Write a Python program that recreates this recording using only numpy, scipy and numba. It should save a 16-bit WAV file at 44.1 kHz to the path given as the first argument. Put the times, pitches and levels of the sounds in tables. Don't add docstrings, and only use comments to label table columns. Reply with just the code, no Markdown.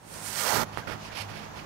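import sys
import numpy as np
from scipy import signal
from scipy.fft import rfft, irfft
from scipy.io import wavfile
from scipy.ndimage import map_coordinates
from numba import njit

SR = 44100
rng = np.random.default_rng(int(sys.argv[2]) if len(sys.argv) > 2 else 0)


def wrap_up_sound(samples):
    columns = np.atleast_2d(samples).T
    tamed = np.clip(columns, -1, 1)
    steps = np.round(tamed * 32767).astype(np.int16)
    wavfile.write(sys.argv[1], SR, steps)


N = 72765

# time in seconds, relative level in dB.
HISS_FLOW = [(0, -65.5), (0.138, -42.5), (0.198, -44.5), (.27, -35.5), (.34, -33.5), (0.388, -26.5),
             (.56, -24.5), (.632, -30.5), (.65, -54.5)]
# frequency in Hz, relative density in dB.
JET_SPECTRUM = [(200, -14), (1000, -3.5), (1900, 3.5), (2900, -3), (4800, 0), (6000, 0.5), (9800, -9.5),
                (12000, -4), (15500, -10)]
RASP_SPECTRUM = [(60, 4.5), (150, 7), (350, -1.5), (600, 1.5), (1250, -3), (1900, -12), (2800, -24),
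                 (6000, -43)]
# start, length and attack in seconds, airway level in dB,
# throat body and sibilance in dB relative to the airway.
HUFF_EVENTS = [(0.724, 0.06, 0.01, -45, -12, -15), (0.78, 0.01, 0.0027, -43, 10.5, -12),
               (0.873, 0.063, .003, -38, 6, -17), (1.018, 0.065, 0.076, -42, -13, -15.5),
               (1.117, 0.034, 0.021, -41, -3, -19), (1.166, .05, 0.042, -31.5, -23, -13),
               (1.286, 0.036, 0.017, -41.5, 0.5, -16), (1.345, 0.048, 0.035, -40.5, -4.5, -16),
               (1.415, .035, .025, -45, 0, -19), (1.555, 0.043, .025, -42.5, -0.5, -15)]
# frequency in Hz, relative density in dB.
AIRWAY_SPECTRUM = [(300, -10), (800, 5), (1400, -2.5), (2400, 5), (3900, -3), (5300, -2.5), (6600, -14),
                   (11000, -26), (15500, -44)]
BODY_SPECTRUM = [(40, -7), (110, 3), (300, -3), (800, -7), (1500, -5.5), (2100, -9), (3200, -34),
                 (8000, -34)]
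SIBILANCE_SPECTRUM = [(3000, -25), (7000, 2.5), (10000, 7), (12000, 5.5), (15500, -11)]
# start in seconds, length in seconds, level in dB.
FAR_HISS_EVENTS = [(0.128, 0.19, -54.5), (1.002, 0.067, -49.5), (1.17, 0.055, -56)]
# time of the peak in seconds, pitch there in Hz, level in dB.
CHIRP_EVENTS = [(.832, 1590, -47), (1.109, 1660, -47)]
# harmonic number, peak level in dB.
MOTOR_HARMONICS = [(1, -60), (2, -50), (3, -51.5), (4, -53.5)]
# frequency in Hz, relative density in dB.
WASH_LEFT_SPECTRUM = [(20, -20), (60, -41), (200, -2.5), (330, 0), (550, 1), (850, 5), (1400, -1.5),
                      (2400, -6.5), (4000, -13.5), (6600, -8), (8600, -24), (15500, -26.5)]
WASH_RIGHT_SPECTRUM = [(20, -12), (60, 4), (200, 3.5), (400, 1), (950, 4), (1600, -3.5), (2600, -9.5),
                       (4500, -14), (6500, -23.5), (9500, -27), (15500, -27.5)]


def long_hiss():
    t = clock()
    times, flow_db = np.array(HISS_FLOW).T
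    flow = undb(np.interp(t, times, flow_db)) * envelope(0, times[-1], attack=.002, release=.005)
    opens_s, opening_time_s = .23, .4
    opening = np.clip((t - opens_s) / opening_time_s, 0, 1)
    jet = noise(JET_SPECTRUM) * flutter(rate=350, depth_db=1.5)
    whistle = undb(-15.5 * opening) * resonance(hz=8740, width_hz=4100)
    flare = undb(-5) * envelope(.235, .065, .034, .011) * resonance(hz=9300, width_hz=4000)
    ring = undb(-2) * envelope(.445, .17, .036, .098) * resonance(hz=866, width_hz=740)
    edge_hz = np.interp(opening, [0, 1], [860, 97])
    turbulence = noise(RASP_SPECTRUM) * flutter(rate=260, depth_db=.5)
    _, rasp = state_variable_filter(turbulence, edge_hz, 1.69 * edge_hz)
    return flow * (jet + whistle + flare + ring + undb(-11.5 + 18.5 * opening) * rasp)


def huffs():
    airway, body, sibilance = noise(AIRWAY_SPECTRUM), noise(BODY_SPECTRUM), noise(SIBILANCE_SPECTRUM)
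    out = np.zeros(N)
    for start, length, attack, db, body_db, sibilance_db in HUFF_EVENTS:
        air = airway + undb(body_db) * body + undb(sibilance_db) * sibilance
        out += undb(db) * envelope(start, length, attack, release=.02) * air
    return out * flutter(rate=190, depth_db=1)


def hiss_end():
    gust = envelope(.572, .058, attack=.01, release=.025) * resonance(hz=105, width_hz=290)
    squeak_s, sag_hz_per_s = .645, 3300
    squeak_hz = 11100 - sag_hz_per_s * (clock() - squeak_s)
    squeak = envelope(squeak_s, .055, attack=.01, release=.02) * resonance(squeak_hz, width_hz=300)
    return undb(-36.5) * gust + undb(-63) * squeak


def thump():
    start_s, knock_hz, decay_s = .7738, 1220, .00036
    age = np.maximum(clock() - start_s, 0)
    knock = np.sin(2 * np.pi * knock_hz * age) * np.exp(-age / decay_s)
    tick = noise(SIBILANCE_SPECTRUM) * envelope(.7768, .0002, attack=.0002, release=.0004)
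    return undb(-5.5) * knock + undb(-36) * tick


def reflections(direct, count=8):
    spread_s, echo_gain = .006, undb(-11.5)
    delays_s = spread_s * (np.arange(count) + rng.random(count)) / count
    lags = (delays_s * SR).astype(int) + 1
    echoes = sum((-1) ** k * np.pad(direct, (lag, 0))[:N] for k, lag in enumerate(lags))
    return (direct + echo_gain * echoes / np.sqrt(count)) / np.hypot(1, echo_gain)


def far_hisses():
    level = sum(undb(db) * envelope(start, length, attack=.044, release=.018)
                for start, length, db in FAR_HISS_EVENTS)
    return level * resonance(hz=4760, width_hz=4100)


def chirps():
    spread_s, fall_per_s = .0084, 10
    out = np.zeros(N)
    for peak_s, hz, db in CHIRP_EVENTS:
        age = np.clip(clock() - peak_s, -4 * spread_s, 4 * spread_s)
        level = undb(db) * np.exp(-(age / spread_s) ** 2 / 2)
        out += level * resonance(hz * np.exp(-fall_per_s * age), width_hz=350)
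    return out


def motor():
    fundamental_hz, boom_hz = 52.1, 101.7
    turns = np.cumsum(fundamental_hz * (1 + .0058 * walk(rate=6.99))) / SR
    hum = np.zeros(N)
    for harmonic, db in MOTOR_HARMONICS:
        level = undb(db) * flutter(rate=9.47, depth_db=2)
        hum += level * np.sin(2 * np.pi * (harmonic * turns + rng.random()))
    boom = envelope(1.2, .15, attack=.017, release=.024) * np.sin(2 * np.pi * boom_hz * clock())
    return hum + undb(-42.5) * boom


def outdoor_wash():
    left = undb(-47) * noise(WASH_LEFT_SPECTRUM)
    right = undb(-41.5) * noise(WASH_RIGHT_SPECTRUM)
    wash = np.array([left, right]) * flutter(rate=8.98, depth_db=.4)
    rumble = undb(-54) * resonance(hz=114, width_hz=280)
    return wash + rumble


def undb(db):
    return 10 ** (np.asarray(db) / 20)


def unit(x):
    return x / np.sqrt(np.mean(x ** 2))


def clock():
    return np.arange(N) / SR


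def noise(spectrum):
    hz, db = np.array(spectrum, float).T
    bin_hz = np.maximum(np.arange(N + 1) * SR / (2 * N), 1)
    colour = undb(np.interp(np.log(bin_hz), np.log(hz), db))
    low_cut = np.minimum(bin_hz / hz[0], 1) ** 2
    white = rfft(rng.standard_normal(2 * N))
    return unit(irfft(white * colour * low_cut)[:N])


def walk(rate):
    steps = rng.standard_normal(4096)
    return unit(map_coordinates(steps, [clock() * rate], order=3, mode="mirror"))


def flutter(rate, depth_db):
    return unit(undb(depth_db * walk(rate)))


@njit
def state_variable_filter(x, hz, width_hz):
    out = np.empty((2, len(x)))
    band_state, low_state = 0., 0.
    for i in range(len(x)):
        gain, damping = np.tan(np.pi * hz[i] / SR), width_hz[i] / hz[i]
        band = (band_state + gain * (x[i] - low_state)) / (1 + gain * (gain + damping))
        low = low_state + gain * band
        band_state, low_state = 2 * band - band_state, 2 * low - low_state
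        out[0, i] = damping * band
        out[1, i] = x[i] - damping * band - low
    return out


def resonance(hz, width_hz):
    hz, width_hz = hz * np.ones(N), width_hz * np.ones(N)
    band = rng.standard_normal(N)
    for _ in range(2):
        band = state_variable_filter(band, hz, width_hz)[0]
    return unit(band)


def envelope(start, length, attack, release):
    age = clock() - start
    rise = np.clip(age / attack + .5, 0, 1)
    return rise * np.exp(-np.maximum(age - length, 0) / release)


def scene():
    near = reflections(long_hiss() + huffs()) + hiss_end() + thump()
    left = undb(-39) * near + far_hisses()
    fade_s, fade_from_db = .17, -10.5
    fade_in = undb(fade_from_db * np.maximum(1 - clock() / fade_s, 0))
    background = chirps() + motor() + outdoor_wash()
    return np.array([left, near]) + fade_in * background


def record(dry):
    cutoff_hz = 15650
    return signal.sosfilt(signal.ellip(10, .2, 80, cutoff_hz, fs=SR, output="sos"), dry)


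dry = scene()
out = record(dry)
wrap_up_sound(out)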